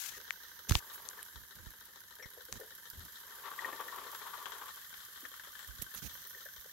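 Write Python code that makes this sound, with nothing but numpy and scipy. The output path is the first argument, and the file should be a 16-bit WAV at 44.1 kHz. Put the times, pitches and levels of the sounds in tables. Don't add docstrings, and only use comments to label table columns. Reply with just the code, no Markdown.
import sys
import numpy as np
from scipy import signal
from scipy.fft import rfft, irfft, next_fast_len
from scipy.io import wavfile

SR = 44100
rng = np.random.default_rng(int(sys.argv[2]) if len(sys.argv) > 2 else 0)


def transcribe(u):
    v = np.clip(np.atleast_2d(u).T, -1, 1)
    q = np.round(v * 32767).astype(np.int16)
    wavfile.write(sys.argv[1], SR, q)


N = 296352
TIME = np.arange(N) / SR


def from_db(db):
    return 10 ** (np.asarray(db) / 20)


def rms_one(x):
    return x / np.sqrt(np.mean(x ** 2) + 1e-20)


def in_time(rows):
    s, *columns = np.transpose(rows)
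    return [np.interp(TIME, s, c) for c in columns]


def panned(pan_db):
    return from_db(np.array([[.5], [-.5]]) * pan_db)


def add(out, s, sound):
    start = int(np.clip(round(s * SR), 0, N - 1))
    out[:, start:start + sound.shape[1]] += sound[:, :N - start]


def drift(knots_per_s):
    knots = rng.standard_normal(1400)
    return np.interp(TIME * knots_per_s, np.arange(len(knots)), knots)


def stereo_noise(likeness, size=N):
    shared, own = rng.standard_normal(size), rng.standard_normal((2, size))
    return np.sqrt(likeness) * shared + np.sqrt(1 - likeness) * own


def coloured(x, spectrum):
    hz, db = np.transpose(spectrum)
    size = next_fast_len(N)
    log_hz = np.log(np.arange(size // 2 + 1) * SR / size + 1)
    outside = np.maximum(np.log(hz[0]) - log_hz, 0) + np.maximum(log_hz - np.log(hz[-1]), 0)
    gain = from_db(np.interp(log_hz, np.log(hz), db) - 45 * outside)
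    return rms_one(irfft(rfft(x, size) * gain, size)[..., :N])


def decaying(kicks, decay_s):
    return signal.lfilter([1], [1, -np.exp(-1 / (decay_s * SR))], kicks + 1e-18)


def resonate(x, hz, width_hz):
    r = np.exp(-np.pi * width_hz / SR)
    feedback = [1, -2 * r * np.cos(2 * np.pi * hz / SR), r * r]
    return signal.lfilter(np.array([1, 0, -1]) * (1 - r * r) / 2, feedback, x + 1e-18)


def body(force, modes):
    out = 0
    for k, (hz, width, db, pan) in enumerate(modes):
        mode = rms_one(resonate(resonate(force, hz, width), hz, 4 * width))
        out = out + (-1) ** k * from_db(db) * panned(pan) * mode
    return rms_one(out)


# time in seconds, turns per second.
FLYWHEEL_SPEED = [(0, 6.323), (1.9, 6.698), (2.7, 6.694), (3.6, 6.588), (4.3, 6.433), (5.0, 6.38),
                  (6.2, 6.441), (6.72, 6.35)]
START_TURNS = .057


def each_turn(positions, levels_db, decay_s, scatter_db, jitter_s):
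    turns = START_TURNS + np.cumsum(in_time(FLYWHEEL_SPEED)[0]) / SR
    due = np.arange(int(turns[-1]) + 1)[:, None] + np.array(positions)
    when = np.interp(due, turns, TIME, left=-1, right=-1) + jitter_s * rng.standard_normal(due.shape)
    height = from_db(np.array(levels_db) + scatter_db * rng.standard_normal(due.shape))
    heard = (when > 0) & (when < TIME[-1])
    kicks = np.bincount((when[heard] * SR).astype(int), height[heard], N)
    return decaying(kicks, decay_s)


# time in seconds, leak pan in dB, boiler pan in dB.
HISS_PANS = [(0, 2, -6), (.5, 2.5, -6.5), (1.15, -8.5, 9.5), (1.9, -6, 18), (3.0, -7.5, 11),
             (3.7, -6, 10.5), (5.2, -7.5, 18), (6.72, -9, 12.5)]
# crank position in turns, puff height in dB against the steady leak.
EXHAUST_PUFFS = [(0.123, 1), (0.61, -3)]
# frequency in Hz, gain in dB.
LEAK_EQ_LEFT = [(2500, -30), (3000, -17), (5000, -5), (6300, -6), (7500, -14), (8500, -15), (10300, -13),
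                (11000, -8), (11700, -2.5), (13000, -1), (14200, -1.5), (15500, 3), (16000, -14)]
LEAK_EQ_RIGHT = [(2900, -25), (3150, -2), (3500, -32), (4000, -13), (4800, -10.5), (6100, -7), (7400, -7),
                 (8300, -19.5), (9700, -8.5), (11500, 1), (13000, 0.5), (14500, -4), (16000, -20)]
WHISTLE_HZ = [7600, 11345, 15608]
# bandwidth in Hz, level in dB against the leak, pan in dB.
WHISTLES = [(25, -21, 8), (25.2, -21, -22), (30, -19.5, -1)]
# centre and half-width in seconds, low, middle and high whistle's lift in dB.
SQUEAKS = [(0.856, 0.025, 8, 7, 12), (0.95, 0.026, 0, 18, 24), (1.635, .015, 0, -2, 18),
           (2.21, .015, 2, 14, 4), (2.34, .012, 2, 16, 0), (4.162, 0.03, 9, 16, 19),
           (4.31, 0.021, 4, 7, 13), (5.21, .02, 8, 0, 11), (5.37, .02, 0, -3, 11), (5.52, .015, 0, 0, 10),
           (5.625, 0.04, 18, -3, 9), (5.948, 0.018, -7, 25, 24), (6.28, 0.017, 0, 14, 17)]


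def steam_leak(swing_db, level_db=-56, follow=.63, drops_per_s=45):
    leak_pan, _ = in_time(HISS_PANS)
    position, puff_db = np.transpose(EXHAUST_PUFFS)
    flow = 1 + each_turn(position, puff_db, decay_s=.006, scatter_db=2.5, jitter_s=.0004)
    drops = (rng.random(N) < drops_per_s / SR) * from_db(14 - 18 * rng.random(N))
    crackle = decaying(drops, decay_s=.0003)
    jet = (flow + crackle) * stereo_noise(likeness=.013)
    hiss = panned(leak_pan) * np.array([coloured(jet[0], LEAK_EQ_LEFT), coloured(jet[1], LEAK_EQ_RIGHT)])
    flares_db = sum(np.outer(lifts_db, np.exp(-((TIME - s) / half_width) ** 2))
                    for s, half_width, *lifts_db in SQUEAKS)
    whistles = 0
    for hz, (width, db, pan), flare_db in zip(WHISTLE_HZ, WHISTLES, flares_db):
        whistle = rms_one(resonate(stereo_noise(likeness=.21), hz, width))
        whistles = whistles + from_db(db + flare_db) * panned(pan) * whistle
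    return from_db(level_db + follow * swing_db) * (hiss + whistles)


# frequency in Hz, gain in dB.
BOILER_EQ = [(300, -18), (420, -31), (720, -8.5), (1200, 2.5), (1750, 5.5), (2100, -1.5), (2400, -11),
             (2750, -5), (3150, 3), (4000, 0.5), (4900, -4.5), (6300, -6.5), (7300, -5.5), (8700, -6.5)]


def boiler(swing_db, level_db=-64):
    _, pan = in_time(HISS_PANS)
    waver_db = 1.5 * drift(knots_per_s=25)
    simmer = coloured(stereo_noise(likeness=.098), BOILER_EQ)
    return from_db(level_db + swing_db + waver_db) * panned(pan) * simmer


# frequency in Hz, gain in dB.
AIR_EQ = [(30, 0), (75, 4), (120, -4.5), (180, -1), (300, -9.5), (450, -10.5), (760, -16.5), (1100, -55)]


def room_tone(level_db=-73.5):
    return from_db(level_db) * coloured(stereo_noise(likeness=.6), AIR_EQ)


# start and length in seconds, hiss level in dB, rumble level in dB, pan in dB.
FINGER_RUBS = [(-.03, 0.13, -48, -93, 17), (0.09, 0.099, -52.5, -71.5, 10), (0.683, 0.085, -44, -46, -6),
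               (0.743, 0.058, -45.5, -54, 9), (0.933, 0.017, -49, -83, 7), (1.334, 0.11, -78, -70, -23),
               (1.549, 0.18, -67, -63.5, -11), (2.516, 0.069, -57.5, -53, -12.5),
               (2.929, 0.15, -79, -58, 5), (5.667, 0.207, -82, -74, -27), (5.815, 0.015, -46, -45.5, -14.5),
               (5.955, 0.045, -50.5, -61, -9.5), (6.019, 0.063, -56.5, -58, -22),
               (6.077, 0.15, -71, -75, -12)]
# frequency in Hz, gain in dB.
RUB_HISS_EQ = [(700, -6), (1500, 2), (3500, 5), (4800, 3.5), (6800, 8.5), (9000, -0.5), (12000, 7.5),
               (16000, -3.5)]
RUB_RUMBLE_EQ = [(25, 1), (55, 4), (100, 0), (200, -6), (400, -15.5), (900, -23.5)]


def finger_rubs(fade_s=.0085):
    grainy = stereo_noise(likeness=.074) * from_db(2 * drift(knots_per_s=180))
    hiss = coloured(grainy, RUB_HISS_EQ)
    rumble = coloured(stereo_noise(likeness=.66), RUB_RUMBLE_EQ)
    out = np.zeros((2, N))
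    for s, length, hiss_db, rumble_db, pan in FINGER_RUBS:
        span = slice(*np.searchsorted(TIME, [s, s + length]))
        from_edge_s = np.minimum(TIME[span] - s, s + length - TIME[span])
        touch = np.clip(from_edge_s / min(fade_s, length / 4), 0, 1)
        rub = from_db(hiss_db) * hiss[:, span] + from_db(rumble_db) * rumble[:, span]
        out[:, span] += touch * panned(pan) * rub
    return out


# centre in Hz, width in Hz.
TONE_DIPS = [(680, 250), (2450, 340)]


def hollowed(x):
    for hz, width in TONE_DIPS:
        x = x - resonate(x, hz, width)
    return x


CONTACT_TURNS = [.015, .13, .19, .335, .43, .50, .61, .66, .725, .765, .82, .875, .925]
# frame blow, bright tick and part's ring in relative dB, ring pitch in Hz.
JOINT_CONTACTS = [(-9, -6, -1.5, 1200), (-4, -3, -15, 1700), (2.5, -8, 4, 1500), (-0.5, -3, 7.5, 1540),
                  (-4, -42, -5.5, 2000), (-18, -25, -1.5, 1700), (-2.5, -28, 0, 1600), (-7, -3, 4.5, 1780),
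                  (-5.5, -13, -7, 1100), (-13, -5, -1.5, 1800), (3.5, 0, 5.5, 1520), (-5.5, -22, 0, 1350),
                  (-7.5, -8, 7, 1820)]
# pitch and bandwidth in Hz, relative level and pan in dB.
FRAME_REAR = [(406, 100, -2, 2), (949, 71, 5.5, 14), (1230, 47, 2.5, 8), (1600, 137, -3, 29),
              (1660, 100, 0, 39), (1810, 340, -4.5, 22), (3020, 24, -2, -19), (3350, 67, -14, 39),
              (3870, 40, -9, 37)]
FRAME_SIDE = [(560, 130, -1.5, 2.6), (980, 46, -2, 14), (1150, 64, 6.5, 1.8), (1531, 32, 4.5, 12.6),
              (1700, 710, -15, 18), (1730, 260, -2, 33), (3128, 45, 4, 17), (3470, 43, -6.5, 32.5),
              (4150, 55, -4, 12)]
# time in seconds, side-on share from 0 to 1.
SIDE_ON = [(3.2, 0.02), (4.7, 1)]


def rods_and_valve_gear(swing_db, frame_db=-62.3, parts_db=-68.3, ticks_db=-65.5, follow=.52):
    blow_db, bright_db, ring_db, ring_hz = np.transpose(JOINT_CONTACTS)
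    side_on, = in_time(SIDE_ON)
    hard_tap = dict(decay_s=.00002, scatter_db=2, jitter_s=.0004)
    taps = each_turn(CONTACT_TURNS, blow_db, **hard_tap)
    chatter, friction = .61 * decaying(taps, decay_s=.004), .035
    force = 14 * taps + (chatter + friction) * stereo_noise(likeness=.4)
    frame = np.sqrt(1 - side_on) * body(force, FRAME_REAR) + np.sqrt(side_on) * body(force, FRAME_SIDE)
    parts = 0
    for position, db, hz in zip(CONTACT_TURNS, ring_db, ring_hz):
        tap = each_turn([position], [db], **hard_tap)
        parts = parts + resonate(resonate(tap, hz, width_hz=50), hz, width_hz=280)
    knocks = from_db(frame_db) * frame + from_db(parts_db) * panned(20) * rms_one(parts)
    snaps = each_turn(CONTACT_TURNS, bright_db, decay_s=.003, scatter_db=1.5, jitter_s=.0005)
    tick_eq = [(700, -8), (1800, 9.5), (2500, -8), (3100, -5), (3900, 7.5),  # Hz, dB
               (4800, -3), (6300, 5), (8500, -15), (14000, -3)]
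    ticks = coloured(snaps * stereo_noise(likeness=.02), tick_eq)
    return hollowed(from_db(follow * swing_db) * knocks) + from_db(ticks_db) * panned(3.4) * ticks


# crank position in turns, chuff and rasp accents in relative dB.
PISTON_STROKES = [(.335, 3, -8), (.82, 3, 0)]
# frequency in Hz, gain in dB.
CHUFF_EQ = [(330, -6), (430, -3), (540, -2.5), (720, -6), (1100, -3), (1800, -2), (2300, -21)]
RASP_EQ = [(2600, -34), (3100, -3), (3500, -2.5), (3950, -0.5), (4600, -9.5), (6300, -11), (7500, -13.5)]


def chuffs(swing_db, chuff_db=-69, rasp_db=-66.5, follow=.28):
    position, chuff_accents, rasp_accents = np.transpose(PISTON_STROKES)
    hollow = each_turn(position, chuff_accents, decay_s=.022, scatter_db=3.5, jitter_s=.00072)
    sharp = each_turn(position, rasp_accents, decay_s=.024, scatter_db=2, jitter_s=.00043)
    chuff = from_db(chuff_db) * panned(5.3) * coloured(hollow * stereo_noise(likeness=.77), CHUFF_EQ)
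    rasp = from_db(rasp_db) * panned(5.7) * coloured(sharp * stereo_noise(likeness=.067), RASP_EQ)
    return from_db(follow * swing_db) * (chuff + rasp)


# start in seconds, peak in dB before panning, pitch in Hz, decay in seconds.
RATTLES = [(0.129, -51, 1870, 0.031), (.165, -57, 437, 0.024), (1.189, -44.5, 1630, 0.005),
           (2.19, -54.5, 453, 0.052), (2.196, -46.5, 1760, 0.0082), (2.224, -47.5, 2124, 0.0092),
           (2.24, -47, 1890, 0.017), (2.224, -48.5, 5650, 0.012), (2.368, -50, 476, 0.022),
           (2.485, -53.5, 427, 0.021), (2.596, -45.5, 458, 0.032), (2.609, -48.5, 1770, 0.014),
           (3.589, -31.5, 1880, 0.0033), (3.645, -32, 1830, 0.0045), (3.728, -40.5, 1840, 0.0039),
           (3.881, -42, 1830, 0.016), (5.229, -55, 280, 0.023), (5.249, -41.5, 1770, 0.0041),
           (5.395, -46, 1760, 0.0018), (5.55, -47.5, 1750, 0.0027), (6.344, -45.5, 1810, 0.037),
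           (6.35, -59, 475, 0.013), (6.456, -46, 1720, 0.015), (6.456, -52.5, 560, 0.0064),
           (6.653, -56, 540, 0.0082)]


def rattles():
    out, t = np.zeros((2, N)), TIME[:SR // 6]
    for s, db, hz, decay in RATTLES:
        buzz = stereo_noise(likeness=1, size=len(t)) * np.exp(-t / decay)
        ring = resonate(resonate(buzz, hz, width_hz=175), hz, width_hz=180)
        add(out, s, from_db(db) * panned(8.8) * ring / np.abs(ring).max())
    return out


# start in seconds, peak in dB before panning, centre and
# bandwidth in Hz, broad crack in relative dB, contact decay in seconds, pan in dB.
CASING_CLICKS = [(.2140, -41.5, 5000, 4000, 4, .0005, 20),
                 (0.3069, -24.5, 1800, 1000, -19.5, 0.00026, 17.5),
                 (0.6943, -25, 5600, 4000, -2, .0011, 15), (.6945, -31, 13000, 5000, -20, .0012, 0),
                 (0.6967, -20.5, 5600, 4000, -1, .0009, 9), (.6968, -25, 12500, 5000, -20, .0008, 0),
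                 (0.709, -27, 1000, 620, -37, .001, 12.5), (0.7092, -26, 3570, 3200, -10, 0.0016, 5),
                 (.721, -26.5, 2750, 2190, -2, 0.0008, 20), (.7218, -31, 1500, 500, -20, .001, 12),
                 (.7529, -24, 10500, 6000, -20, .001, 6), (0.7532, -25.5, 980, 403, -22, 0.00059, 11),
                 (0.7533, -17.5, 2950, 1900, -14, .0007, 21), (1.0886, -31.5, 5800, 3200, -30, .0003, 25),
                 (1.229, -30.5, 10500, 5000, -7, .0012, -8), (2.526, -24.5, 4770, 4970, 10, 0.00075, 13.5),
                 (2.5263, -39.5, 1000, 700, -7, .0005, 19), (2.54, -40, 6000, 3500, -15, .0005, 2),
                 (5.8215, -28.5, 12600, 4000, -30, 0.0056, -18)]


def casing_clicks(smear=.627):
    out, t = np.zeros((2, N)), TIME[:SR // 40]
    for s, db, hz, width, crack_db, contact_s, pan in CASING_CLICKS:
        scuff = .2 * np.exp(-t / contact_s) + .003 * np.exp(-t / .006)
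        force = (t == 0) + scuff * stereo_noise(likeness=.5, size=len(t))
        crack = from_db(crack_db) * resonate(force, hz=3200, width_hz=3900)
        snap = resonate(resonate(force, hz, width), hz, 2 * width) + crack
        for _ in range(6):
            snap = signal.lfilter([-smear, 1], [1, -smear], snap)
        add(out, s, from_db(db) * panned(pan) * snap / np.abs(snap).max())
    return out


# start in seconds, mono peak in dB before panning.
WATER_SPITS = [(.437, -51), (.592, -42.5), (1.399, -45), (1.5537, -42), (1.7045, -39), (1.8057, -42),
               (1.8533, -43), (2.0032, -49), (2.1529, -52), (2.3026, -43), (2.4517, -40), (2.6016, -38),
               (2.751, -38), (2.9008, -34.5), (3.051, -51), (3.2005, -48), (3.503, -46), (3.8078, -38.5),
               (3.878, -40), (3.9608, -40), (4.115, -51), (4.1464, -40), (4.2706, -42), (4.425, -49),
               (5.204, -43), (5.361, -53), (5.5916, -41), (5.6759, -42), (6.1402, -45), (6.2723, -36.5),
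               (6.296, -45), (6.452, -46), (6.6047, -44)]


def water_spits(burst_s=.0013, spray_s=.014, spray_db=-17, low_db=-9):
    out, t = np.zeros((2, N)), TIME[:SR // 16]
    low_cut = signal.butter(2, 3800, "high", fs=SR, output="sos")
    for s, db in WATER_SPITS:
        grains = np.interp(t, t[::30], rng.exponential(1, len(t[::30])))
        envelope = np.exp(-t / burst_s) + from_db(spray_db) * grains * np.exp(-t / spray_s)
        burst = signal.sosfilt(low_cut, envelope * stereo_noise(likeness=.23, size=len(t)))
        high = resonate(resonate(burst, 14900, 4700), 12000, 7000)
        low = resonate(resonate(burst, 5500, 3200), 5300, 4000)
        tick = high + from_db(low_db) * low
        add(out, s, from_db(db) * panned(-5.5) * tick / np.abs(tick.mean(axis=0)).max())
    return out


# start in seconds, peak in dB before panning, pitch in Hz,
# decay in seconds, pan in dB.
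HAND_THUMPS = [(0.697, -31, 90, 0.0043, 4), (0.7122, -19, 88, 0.0058, -15),
               (0.754, -29, 67.3, 0.0033, -22.5), (1.359, -55.5, 65, 0.029, -23),
               (1.595, -58, 86, 0.022, -21), (1.668, -45, 62, 0.0039, -24), (2.258, -53.5, 87, 0.002, -29),
               (2.526, -49.5, 66.3, 0.02, -23), (2.973, -44, 80.5, 0.021, 2),
               (5.687, -56.5, 59, 0.025, -36), (5.793, -47.5, 61, 0.0051, -22),
               (6.047, -65, 77, 0.036, -28), (6.58, -64, 61.7, 0.019, -26)]


def hand_thumps(rise_s=.00015):
    out, t = np.zeros((2, N)), TIME[:SR // 4]
    for s, db, hz, decay, pan in HAND_THUMPS:
        swing = np.sin(2 * np.pi * hz * t) * np.exp(-t / decay) * (1 - np.exp(-t / rise_s))
        add(out, s, from_db(db) * panned(pan) * swing / np.abs(swing).max())
    return out


def swells(rows, rise_s, coast_s):
    envelopes = 0
    for s, length, *levels_db in rows:
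        attack = np.clip((TIME - s) / rise_s, 0, 1)
        release = np.exp(-np.maximum(TIME - s - length, 0) / coast_s)
        envelopes = envelopes + from_db(levels_db)[:, None] * attack * release
    return envelopes


# start and length in seconds, rim ring and deck boom in dB before the trim.
TABLE_PUSHES = [(.8, 0.42, -59.5, -67), (3.25, 0.89, -58, -68.5), (3.62, 0.37, -59.5, -62),
                (3.98, 0.12, -60, -63.5), (4.16, 0.52, -53.5, -65.5)]
BEARING_JOLTS = [(3.435, 0.056, -46, -64), (3.51, 0.025, -46, -60.5), (3.578, 0.06, -49, -64),
                 (3.647, 0.058, -44.5, -54), (3.72, 0.03, -59, -53.5), (3.79, 0.021, -43.5, -57),
                 (3.918, 0.044, -45, -67), (3.975, 0.01, -48, -61), (4.062, 0.0094, -60, -61),
                 (4.124, 0.014, -48, -63), (4.21, 0.0072, -47, -81), (4.26, 0.014, -40, -87),
                 (4.33, 0.014, -42, -68), (4.375, 0.0075, -57, -57), (4.412, 0.0097, -52, -80),
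                 (4.462, 0.013, -45, -58), (4.492, 0.012, -49, -63), (4.55, 0.016, -56, -65),
                 (4.61, 0.013, -49, -69), (4.66, 0.038, -54, -88), (4.75, 0.027, -58, -70)]
# pitch and bandwidth in Hz, relative level and pan in dB.
RIM_MODES = [(926, 128, 2, 11.5), (1040, 63, 5.5, 2), (1142, 54, 6.5, 9), (1364, 140, -0.5, 13),
             (1720, 330, -2.5, 16), (3350, 720, -9.5, 20)]
DECK_MODES = [(206, 225, -9.5, 1.1), (414, 127, 2, 3), (550, 630, -1, 1)]


def turntable(bumps_per_s=3000, trim_db=-1.5):
    pushes = swells(TABLE_PUSHES, rise_s=.0056, coast_s=.03)
    jolts = swells(BEARING_JOLTS, rise_s=.007, coast_s=.007)
    ring, boom = pushes + jolts
    bumps = rng.random(N) < bumps_per_s / SR
    grind = decaying(bumps, decay_s=.00088) * stereo_noise(likeness=.89)
    grind *= from_db(2.2 * drift(knots_per_s=55))
    return from_db(trim_db) * (ring * body(grind, RIM_MODES) + boom * body(grind, DECK_MODES))


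# start in seconds, attack level in dB before panning.
GEAR_CLANKS = [(1.192, -54), (2.226, -52), (3.271, -70), (3.88, -47), (4.148, -41.5), (4.457, -40.5),
               (4.52, -43), (4.682, -45), (4.774, -54), (4.94, -47), (5.177, -56), (5.253, -45),
               (5.34, -47.5), (5.396, -49.5), (5.436, -51), (5.447, -50.5), (5.473, -64), (5.552, -53),
               (5.592, -47.5), (5.608, -57), (5.947, -48.5)]
# frequency in Hz, gain in dB.
CLANK_EQ = [(300, -11), (700, -7.5), (1200, 7), (1750, 8.5), (2500, -9), (3300, 6.5), (4200, -9),
            (7000, -6.5)]


def gear_clanks(decay_s=.0085):
    strikes = sum(from_db(db) * np.exp(-np.abs(TIME - s) / decay_s) * (TIME >= s)
                  for s, db in GEAR_CLANKS)
    return strikes * panned(9.2) * coloured(stereo_noise(likeness=.14), CLANK_EQ)


def workshop(x, t60_s=.22, wet_db=-14, predelay_s=.004):
    t = TIME[:SR // 3]
    tail = rng.standard_normal((2, len(t))) * from_db(-60 * t / t60_s) * (t > predelay_s)
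    tail /= np.sqrt(np.sum(tail ** 2, axis=1, keepdims=True))
    return x + from_db(wet_db) * signal.fftconvolve(x, tail, axes=1)[:, :N]


# time in seconds, cupped share from 0 to 1, left treble cut in dB
HAND_CUPPING = [(0, 0.3, -4), (.2, 1, 9), (.66, 0.9, 13), (.8, 0, 1), (5.7, 0, -0.5), (5.92, 0.2, -2.5),
                (6.15, 1, -3.5), (6.72, 0.75, -6)]
# frequency in Hz, gain in dB.
PALM_EQ = [(600, 5), (1150, -5), (1800, 1.5), (3100, 0), (4200, 0.5), (5100, 2), (6200, 6.5), (7700, -7),
           (8900, 2), (9800, 5.5), (11000, -8.5), (12600, 7), (13600, 0.5), (15000, 6.5)]


def cupped(x, shade_hz=7000):
    left, right = x
    share, shade_db = in_time(HAND_CUPPING)
    hz, db = np.transpose(PALM_EQ)
    size = next_fast_len(N)
    log_hz = np.log(np.arange(size // 2 + 1) * SR / size + 1)
    palm_gain = from_db(np.interp(log_hz, np.log(hz), db))
    in_palm = irfft(rfft(right, size) * palm_gain, size)[:N]
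    dull = signal.sosfilt(signal.butter(1, shade_hz, fs=SR, output="sos"), left)
    return np.array([dull + from_db(-shade_db) * (left - dull), (1 - share) * right + share * in_palm])


# time in seconds, relative level in dB.
STEAM_RIDE = [(0.0, -52), (0.41, -53.5), (0.67, -54.5), (0.92, -52.5), (1.61, -61), (2.08, -61.5),
              (3.84, -51), (5.6, -55.5), (6.05, -55.5), (6.72, -60)]


def scene():
    steam_db, = in_time(STEAM_RIDE)
    swing_db = steam_db - steam_db.mean()
    engine = rods_and_valve_gear(swing_db) + hollowed(chuffs(swing_db))
    machine = workshop(engine + turntable() + rattles() + gear_clanks())
    air = room_tone()
    steam = steam_leak(swing_db) + water_spits() + boiler(swing_db)
    return cupped(machine + steam + finger_rubs()) + air + casing_clicks() + hand_thumps()


def record(dry, low_cut_hz=38, high_cut_hz=16000):
    thinned = signal.sosfilt(signal.butter(2, low_cut_hz, "high", fs=SR, output="sos"), dry)
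    return signal.sosfilt(signal.ellip(12, .1, 70, high_cut_hz, fs=SR, output="sos"), thinned)


dry = scene()
out = record(dry)
transcribe(out)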